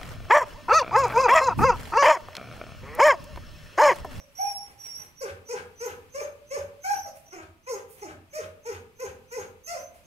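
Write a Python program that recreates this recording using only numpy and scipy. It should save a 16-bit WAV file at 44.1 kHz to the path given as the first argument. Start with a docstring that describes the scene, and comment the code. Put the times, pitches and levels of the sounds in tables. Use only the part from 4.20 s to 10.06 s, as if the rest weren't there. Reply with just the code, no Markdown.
"""A guinea pig squeaks about three times a second in a hard-walled barn pen, a little to the right.
Each call has two voices: a thin whistle near 6 kHz and a low arched note that chops it into side tones.
The note is a sum of harmonics; it drops and breaks into a huff of shaped noise with a soft thump.
Grass rustles as bursts of crackling noise, echoes and room modes ring on, and faint air noise lies below."""
import sys
import numpy as np
from scipy import signal
from scipy.fft import rfft, irfft, next_fast_len
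from scipy.io import wavfile
from scipy.ndimage import uniform_filter1d

SR = 44100
rng = np.random.default_rng(int(sys.argv[2]) if len(sys.argv) > 2 else 0)


def put_to_file(sound):
    """Save the sound as 16-bit audio at rate SR, in the file named by the first command-line argument."""
    columns = np.atleast_2d(sound).T  # one column per channel
    safe = np.clip(columns, -1, 1)
    whole_steps = np.round(safe * 32767)
    wavfile.write(sys.argv[1], SR, whole_steps.astype(np.int16))


N = 258411
TIME = np.arange(N) / SR

# low notes: (start [s], rise [s], fall [s], top [Hz], end [Hz], level [dB], swell from onset to top [dB],
#             overtones [dB], second partial lift [dB], closing rasp [dB], thump [dB])
LOW_NOTES = [ (-.06, 0.038, 0.036, 575, 565, -35.5, 5, -61, -5, -80, -82),
             (0.186, 0.045, .07, 808, 816, -22.5, 2, -47.5, -3, -70, -64),
             (1.011, .014, .046, 570, 390, -28, -4.5, -45, 2.5, -38, -43.5),
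             (1.288, 0.042, 0.033, 500, 394, -28, 6.5, -47, 10, -36.5, -44),
             (1.604, .047, 0.039, 502, 395, -30, 4, -44, 4.5, -39, -42.5),
             (1.944, 0.063, 0.022, 592, 395, -28.5, -1, -44, 2.5, -43.5, -57),
             (2.308, 0.053, 0.027, 585, 396, -27, -1, -42, 3.5, -43.5, -42),
             (2.641, 0.076, .028, 828, 760, -19.5, 8.5, -41.5, 11, -43.5, -50.5),
             (2.857, .009, .026, 690, 520, -33.5, -8, -56, 1, -75, -76),
             (3.123, .018, .07, 380, 310, -44, -5, -46.5, 6.5, -47, -48),
             (3.468, 0.035, 0.071, 532, 399.6, -27.5, 9.5, -46, 8, -48.5, -56.5),
             (3.817, 0.015, .056, 425, 295, -40.5, -7.5, -49, 14, -43, -43),
             (4.131, 0.048, 0.037, 630, 404, -29.5, 2, -45, -7, -40, -46),
             (4.452, 0.038, 0.039, 488, 394.6, -29.5, 9, -45.5, 6.5, -39.5, -43.5),
             (4.793, 0.036, 0.038, 530, 389.4, -28.5, 7.5, -47, 6.5, -42, -43),
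             (5.113, 0.055, 0.038, 514, 392.4, -28, 11.5, -46.5, 7.5, -41, -43.5),
             (5.472, 0.061, 0.049, 712, 512, -27.5, 9, -42.5, -1.5, -48.5, -57)]


def amp(db):
    """Decibels to gain."""
    return 10 ** (np.asarray(db) / 20)


def unit(x):
    """Scales to rms 1."""
    return x / np.sqrt(np.mean(x ** 2) + 1e-20)


def read(points, hz):
    """Reads a table on a log-frequency axis."""
    f, value = np.transpose(points)
    return np.interp(np.log(hz + 1), np.log(f + 1), value)


def colour(x, points):
    """Filters by a spectrum in dB."""
    size = next_fast_len(N + 4096)
    gain = amp(read(points, np.fft.rfftfreq(size, 1 / SR)))
    return irfft(rfft(x, size) * gain, size)[..., :N]


def wobble(rate_hz):
    """Low-passed noise of rms 1."""
    lowpass = signal.butter(2, min(rate_hz, 9000), fs=SR, output="sos")
    return unit(signal.sosfilt(lowpass, rng.standard_normal(N)))


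def play(calls, fade_s):
    """Joins calls into a gate and one control curve per column."""
    gate = np.zeros(N)
    for call in calls:
        to_edge_s = np.minimum(TIME - call[0][0], call[-1][0] - TIME)
        gate += np.clip(to_edge_s / fade_s + .5, 0, 1)
    gate = np.sin(np.pi / 2 * np.minimum(gate, 1)) ** 2
    s, *columns = np.concatenate(calls).T
    return [gate] + [np.interp(TIME, s, column) for column in columns]


def swell(s, rise_s, fall_s):
    """A bell-shaped envelope with its top at s."""
    return np.exp(-((TIME - s) / np.where(TIME < s, rise_s, fall_s)) ** 2)


def note(start, rise_s, fall_s, top_hz, end_hz, db, swell_db, over_db, lift_db, *huff):
    """One arch of the low voice: rows of (s, Hz, dB, overtones dB, second partial dB, looseness 0-1)."""
    t = np.linspace(0, rise_s + fall_s, num=60)
    early, down = np.clip(1 - t / rise_s, 0, 1), np.clip((t - rise_s) / fall_s, 0, 1)

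    # slides up by a share of its pitch, then drops fast and settles
    scoop_share, scoop_bend, drop_bend = .11, 1.6, 2.2
    hz = end_hz + (top_hz - end_hz) * (1 - down) ** drop_bend
    hz = hz * (1 - scoop_share * early ** scoop_bend)

    # the fundamental needs a moment to speak, and swells to the top
    attack_s, attack_db, swell_bend = 0.0059, 14.5, 0.4
    onset_db = attack_db * np.exp(-t / attack_s) + swell_db * early ** swell_bend

    # flares as the pitch breaks; place and width are shares of the fall
    break_db, break_at, break_width = 2.5, 0.37, 0.56
    flare_db = break_db * np.exp(-((down - break_at) / break_width) ** 2)

    # notes that end low keep their level; higher ones fade fully
    held_hz, faded_hz, full_fade_db, fade_bend = 284.2, 382.9, 14, 0.88
    fade_db = full_fade_db * np.interp(end_hz, [held_hz, faded_hz], [0, 1]) * down ** fade_bend

    # overtones come in late, and dip while the pitch breaks
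    over_onset_db, over_break_db = 3, 6
    overtones_db = over_db - over_onset_db * early ** 2 - over_break_db * np.sin(np.pi * down)

    lift_growth_db = 4.5  # the second partial grows as the mouth opens
    lift_db = lift_db + lift_growth_db * (np.sin(np.pi * down) - early)

    slack_onset = .3  # looseness already there before the break
    loose = slack_onset + (1 - slack_onset) * np.sqrt(down)
    return np.transpose([start + t, hz, db - onset_db + flare_db - fade_db, overtones_db, lift_db, loose])


def low_voice(jitter=.011, slack_jitter=.035, slack_hz=480, shimmer=0.009, flutter_db=3.0,
              slope_db_per_octave=5, fray_rad=0.12, hiss_db=-8):
    """A strong fundamental with overtones shaped by the throat; also returns its cycle and when it sounds."""
    # throat colour: (frequency [Hz], gain [dB])
    throat = [(600, -7), (850, -1.5), (1050, 0.5), (1250, 8), (1420, 8), (1620, -5.5), (1800, 3),
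              (2080, 6.5), (2500, 4.5), (3100, -11), (4000, -14), (6000, -37.5), (15500, -21)]
    gate, hz, db, over_db, lift_db, loose = play([note(*row) for row in LOW_NOTES], 0.018)
    slack = loose * np.clip((slack_hz - hz) / 120, 0, 1)  # loose folds at low pitch beat unevenly
    hz = hz * (1 + (jitter + slack_jitter * slack) * wobble(220))
    cycle = 2 * np.pi * np.cumsum(hz) / SR

    overtones = np.zeros(N)
    for k in range(2, 10):
        partial_db = read(throat, k * hz) + (k == 2) * lift_db - slope_db_per_octave * np.log2(k / 2)
        partial_db = partial_db + flutter_db * wobble(30.53)
        overtones += amp(partial_db) * np.cos(k * cycle + fray_rad * (k - 2) * wobble(220))

    # air leaks through the folds once a cycle
    leak = rng.standard_normal(N) * (1 + np.cos(cycle))
    hiss = unit(colour(leak, [(150, 2)] + throat))
    upper = overtones + amp(hiss_db + 1.8 * slack) * hiss
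    tone = amp(db) * np.cos(cycle) + amp(over_db) * upper
    roughness = 1 + (shimmer + 0.42 * slack) * wobble(218)
    return np.sqrt(2) * gate * roughness * tone, cycle, uniform_filter1d(gate, size=600)


def swoop(start, lead_s, sag_s, flip_s, crest_hz, dip_hz, end_hz, crest_db, dip_db, end_db, chop):
    """One whistle creeps in, sags and flips up: rows of (s, Hz, dB, share chopped)."""
    lead_scoop, lead_db = .02, 18.5  # creeps in a little flat and faint
    sag_settle_s, hold_s, hold_db = 0.054, .014, 2.5  # sags toward a low pitch; holds briefly as it dies
    flip_chop = 0.5  # share of the chopping left once flipped up
    stages = np.cumsum([0, lead_s, sag_s, flip_s, hold_s])
    t = np.linspace(0, stages[-1], num=90)
    lead, sag, flip = (np.interp(t, pair, [0, 1]) for pair in zip(stages[:-2], stages[1:]))
    sag = np.expm1(-sag * sag_s / sag_settle_s) / np.expm1(-sag_s / sag_settle_s)
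    flip = np.sin(np.pi / 2 * flip) ** 2
    hz = crest_hz + (dip_hz - crest_hz) * sag + (end_hz - dip_hz) * flip
    hz = hz * (1 - lead_scoop * (1 - lead))
    level_db = np.interp(t, stages, [crest_db - lead_db, crest_db, dip_db, end_db, end_db - hold_db])
    return np.transpose([start + t, hz, level_db, chop * (1 - (1 - flip_chop) * flip)])


def whistle(cycle, buzz, jitter=0.00069, rough=0.0022, weak_jitter=0.01197, open_share=0.069, chop_db=3.5,
            octave_db=-11, pure_octave_db=3, octave_growth=0.13, octave_flutter_db=3, flutter_db=2.5,
            breath_db=-24):
    """A near-pure whistle; each low-voice cycle bends it and lets a burst through, throwing out side tones."""
    # (start [s], lead [s], sag [s], flip [s], crest [Hz], dip [Hz], end [Hz],
    #  crest level [dB], dip level [dB], end level [dB], share chopped by the low note [0-1])
    whistle_rows = [ (-.1, 0.034, 0.034, 0.033, 5800, 5700, 5770, -50, -43, -48.5, 0.1),
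                    (.151, .048, .19, 0.0258, 5793, 5515, 5610, -34.5, -39.5, -43.5, 0.09),
                    (.578, 0.0218, .125, 0.085, 5776, 5565, 5827, -44.5, -41.5, -39.5, 0),
                    (.955, 0.044, .03, 0.025, 5880, 5720, 6300, -42.5, -45.5, -56.5, 1),
                    (1.251, 0.037, 0.032, 0.023, 5980, 5800, 6520, -44, -41, -50, .9),
                    (1.556, 0.042, 0.033, .032, 6050, 5860, 6370, -44.5, -42.5, -42, 0.78),
                    (1.899, 0.042, 0.058, 0.032, 6240, 5880, 6403, -47, -49.5, -41.5, 0.92),
                    (2.266, 0.04, 0.05, .03, 6220, 5900, 6450, -45.5, -46, -46.5, 1),
                    (2.604, 0.034, 0.083, 0.07, 6280, 5700, 5955, -43, -39, -37.5, 0.59),
                    (2.8, 0.035, 0.016, 0.0364, 5800, 5670, 5970, -42.5, -51.5, -51, 0.95),
                    (3.031, 0.054, 0.047, .045, 5960, 5780, 6720, -51, -53.5, -53.5, 1),
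                    (3.426, 0.048, 0.035, 0.036, 6170, 5850, 6500, -50.5, -47.5, -42, 0.93),
                    (3.77, .045, .025, 0.0366, 6110, 5900, 6690, -52.5, -48.5, -55.5, 1),
                    (4.099, 0.038, 0.039, 0.025, 6250, 5780, 6270, -49, -44, -48.5, .95),
                    (4.417, 0.041, 0.042, .025, 6250, 5900, 6568, -50.5, -48.5, -49, 0.97),
                    (4.753, 0.045, 0.03, 0.036, 6200, 5950, 6540, -50.5, -46.5, -47.5, 0.81),
                    (5.077, 0.052, 0.042, 0.042, 6190, 5880, 6550, -45.5, -51.5, -42.5, 0.94),
                    (5.433, 0.031, 0.072, 0.1, 6284, 5820, 6175, -37.5, -48, -42.5, 0.93),
                    (5.838, 0.028, 0.039, .03, 6380, 6000, 6500, -51, -45, -45, 0)]
    # whistle colour: (frequency [Hz], gain [dB])
    squeak_colour = [(1500, -54), (3400, -43), (4200, 5.5), (4900, 1), (5350, 5), (5850, -2.5), (6700, -3),
                     (7800, 1), (10500, 1.5), (13000, -5.5), (15500, -3)]
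    gate, hz, db, chop = play([swoop(*row) for row in whistle_rows], 0.0079)
    chop = np.clip(chop, 0, 1) * buzz
    weak = np.clip((-45 - db) / 10, 0, 1)  # weakly blown, it is unsteady
    hz = hz * (1 + (jitter + rough * chop + weak_jitter * weak) * wobble(435))
    phase = 2 * np.pi * np.cumsum(hz) / SR
    bent = phase + 1.5 * chop * np.sin(cycle)

    cycle_share = cycle / (2 * np.pi) % 1
    bursts = unit(0.26 + np.exp(-cycle_share / open_share))
    opening = 1 - chop + chop * amp(chop_db) * bursts
    breath = unit(colour(rng.standard_normal(N), [(3000, -97), (6300, 88.0), (8000, 25.5), (15000, -9)]))

    # its octave flickers, and grows when it is blown harder
    octave_level_db = octave_db + pure_octave_db * (0.5 - chop) + octave_growth * (db + 28)
    octave = amp(octave_level_db + octave_flutter_db * wobble(6))
    tone = np.sin(bent) + octave * np.sin(2 * bent) + amp(breath_db) * (1 + 3 * weak) * breath
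    level = amp(db + flutter_db * wobble(56))
    return colour(np.sqrt(2) * gate * level * opening * tone, squeak_colour)


def huffs(rise_s=0.037, fall_s=0.028, grain_db=-1.5, thump_s=0.064, thump_db=-3):
    """A grainy noise rasp after each note, and a soft low noise thump under it."""
    # rasp colour: (frequency [Hz], gain [dB])
    rasp_colour = [(25, -15), (120, 4.5), (350, 4), (800, -1.5), (1100, 6), (1550, 12.5), (2000, 1),
                   (2550, 5), (3300, -5.5), (5500, -12.5), (9000, -14.5), (15500, -35)]
    # thump colour: (frequency [Hz], gain [dB])
    thump_colour = [(20, -67), (35, -30), (55, -24), (88, 4), (125, -15), (250, -12), (600, -53),
                    (2000, -66)]
    rasp_after_s, thump_after_s = 0.019, 0.037  # tops, after the end of the note
    rasp_level, thump_level = np.zeros(N), np.zeros(N)
    for start, note_rise_s, note_fall_s, *_, rasp_row_db, thump_row_db in LOW_NOTES:
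        end = start + note_rise_s + note_fall_s
        rasp_level += amp(rasp_row_db) * swell(end + rasp_after_s, rise_s, fall_s)
        thump_level += amp(thump_row_db) * swell(end + thump_after_s, 0.028, thump_s)
    grains = rng.standard_normal(N) * amp(grain_db * wobble(360))
    rasp = rasp_level * unit(colour(grains, rasp_colour))
    thump = thump_level * unit(colour(rng.standard_normal(N), thump_colour))
    return rasp + amp(thump_db) * thump


def grass():
    """Clumps of tiny crackles from stalks being pressed and brushed."""
    # (time of top [s], half length [s], level [dB], treble lift [dB per octave])
    rustle_rows = [(0.25, 0.088, -56, -4), (0.477, 0.055, -59, -7), (0.662, 0.062, -56.5, -4),
                   (0.809, 0.057, -58, -6), (2.968, 0.017, -58.5, -3), (3.721, 0.03, -57.5, 1.5),
                   (3.789, 0.025, -59, -6), (5.761, 0.038, -63.5, -5.5)]
    # stalk colour: (frequency [Hz], gain [dB])
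    stalk_colour = [(25, -55), (100, -20.5), (400, -16.5), (900, -4.5), (1600, -3), (2300, 2), (3600, -6.5),
                    (6000, -2.5), (10000, 5), (15500, 0)]
    out = np.zeros(N)
    crackle = rng.standard_normal(N) * amp(2.5 * wobble(300) + 1.5 * wobble(30))
    for s, half_s, db, lift in rustle_rows:
        tilted = [(f, level + lift * np.log2(f)) for f, level in stalk_colour]
        out += amp(db) * swell(s, half_s, half_s) * unit(colour(crackle, tilted))
    return out


def barn(x, lag_ms=0.309, early_db=-9, early_t60_s=0.027):
    """The direct sound reaches the right port first; near walls answer at once and the room rings on."""
    # decay time: (frequency [Hz], t60 [s])
    ring_t60 = [(90, 0.28), (250, 0.66), (530, 0.53), (800, 0.53), (1400, 0.44), (3700, 0.35), (6000, 0.27),
                (12000, 0.41)]
    # ring against the direct sound: (frequency [Hz], level [dB])
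    ring_level = [(90, -5), (500, 3.5), (1500, -2.5), (6000, 1), (14000, 1)]
    # echoes off the near wall, floor and box: (delay [ms], level [dB], lag of the left port [ms])
    echo_rows = [(2.31, -11, 0.525), (4.994, -16.5, -0.178), (7.88, -43, 0.22), (13.63, -13.5, -0.22),
                 (20.79, -20.5, 0.34)]
    taps_per_s = 3000
    t = TIME[:SR]
    taps = rng.choice([-1., 1.], (2, 2, SR)) * (rng.random((2, 2, SR)) < taps_per_s / SR)

    # late ring: sparse random taps, decaying by frequency
    hz, at, z = signal.stft(taps[0] * np.clip((t - .008) / 0.004, 0, 1), SR, nperseg=256)
    t60 = read(ring_t60, hz)[:, None]
    even_energy = np.sqrt(np.log(1e6) / t60 / taps_per_s)
    z = z * amp(read(ring_level, hz)[:, None] - 60 * at / t60) * even_energy
    late = signal.istft(z, SR, nperseg=256)[1][:, :SR]

    early = taps[1] * (t > .002) * amp(-60 * t / early_t60_s)  # scatter from bars and clutter
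    rings = late + amp(early_db) * early / np.linalg.norm(early[0])

    size = next_fast_len(N + SR)
    hz, (a, b) = np.fft.rfftfreq(size, 1 / SR), rfft(rings, size)
    same = np.sinc(hz / 1250)  # long waves reach both ports alike
    ports = np.array([same * a + np.sqrt(1 - same ** 2) * b, a])
    turn_per_ms = -2j * np.pi * hz / 1000
    for ms, db, lag in [(0.037, 0, lag_ms)] + echo_rows:  # direct sound first
        ports += amp(db) * np.exp(np.outer([ms + lag, ms], turn_per_ms))
    return irfft(rfft(x, size) * ports, size)[:, :N]


def standing_waves(x):
    """A few room modes between the walls hum on after each note, in a different phase at each port."""
    # (frequency [Hz], level [dB], t60 [s])
    mode_rows = [(448, -8, 1), (562, -19, 0.41), (606, -4, .85), (644, -44, 0.59), (770, -5, 0.72)]
    t, phases = TIME[:SR], rng.uniform(0, 2 * np.pi, (len(mode_rows), 2, 1))
    rings = np.zeros((2, SR))
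    for (hz, db, t60), phase in zip(mode_rows, phases):
        even_peak = 2 * np.log(1000) / (t60 * SR)  # same resonant gain for any t60
        rings += amp(db - 60 * t / t60) * even_peak * np.cos(2 * np.pi * hz * t + phase)
    return signal.fftconvolve(x[None], rings, axes=1)[:, :N]


def air():
    """Faint barn rumble and hiss: shaped noise, deepest rumble separate per port, bass above it partly shared."""
    # air colour: (frequency [Hz], gain [dB])
    air_colour = [(15, -46), (25, -40), (82, -5), (349, -13), (523, -15.5), (703, -24), (919, -13),
                  (1800, -18.5), (2490, -14), (3630, -21.5), (6380, -26.5), (12500, -29), (15500, -32.5)]
    # slow level curve: (time [s], level [dB])
    air_level = [(0, -1.8), (3, -0.5), (3.4, -4.5), (4.7, -3), (5.86, -2)]
    base_db = -58.5
    own = colour(rng.standard_normal((2, N)), [(20, 38), (100, -3.5), (900, -3.0)])
    shared = colour(rng.standard_normal(N), [(20, -68), (50, 3.0), (200, -1.5), (1500, -20)])
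    drift_db = .6 * wobble(3)
    level_db = np.interp(TIME, *np.transpose(air_level)) + drift_db
    return amp(base_db) * unit(colour(own + shared, air_colour)) * amp(level_db)


def scene():
    """The animal and the grass in the barn, over the still air."""
    voice, cycle, buzz = low_voice()
    animal = amp(-6.5) * voice + amp(-4) * whistle(cycle, buzz) + amp(-5.0) * huffs()
    return barn(animal + amp(3.0) * grass()) + standing_waves(animal) + air()


def record(dry):
    """The two ports differ in colour; then the band limit."""
    # port balance: (frequency [Hz], left minus right [dB])
    balance = [(60, 0), (110, -1.5), (200, -2), (380, 0.5), (700, -1.5), (1290, 2.5), (2380, 4.5),
               (4400, -3.5), (8120, -4.5), (15000, -11)]
    edge_hz = 15750
    ports = []
    for x, side in zip(dry, (1, -1)):
        ports.append(colour(x, [(f, side * db / 2) for f, db in balance]))
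    lowpass = signal.firwin(511, edge_hz, window=("kaiser", 9), fs=SR)
    return signal.oaconvolve(np.array(ports), lowpass[None], "same")


dry = scene()
out = record(dry)
put_to_file(out)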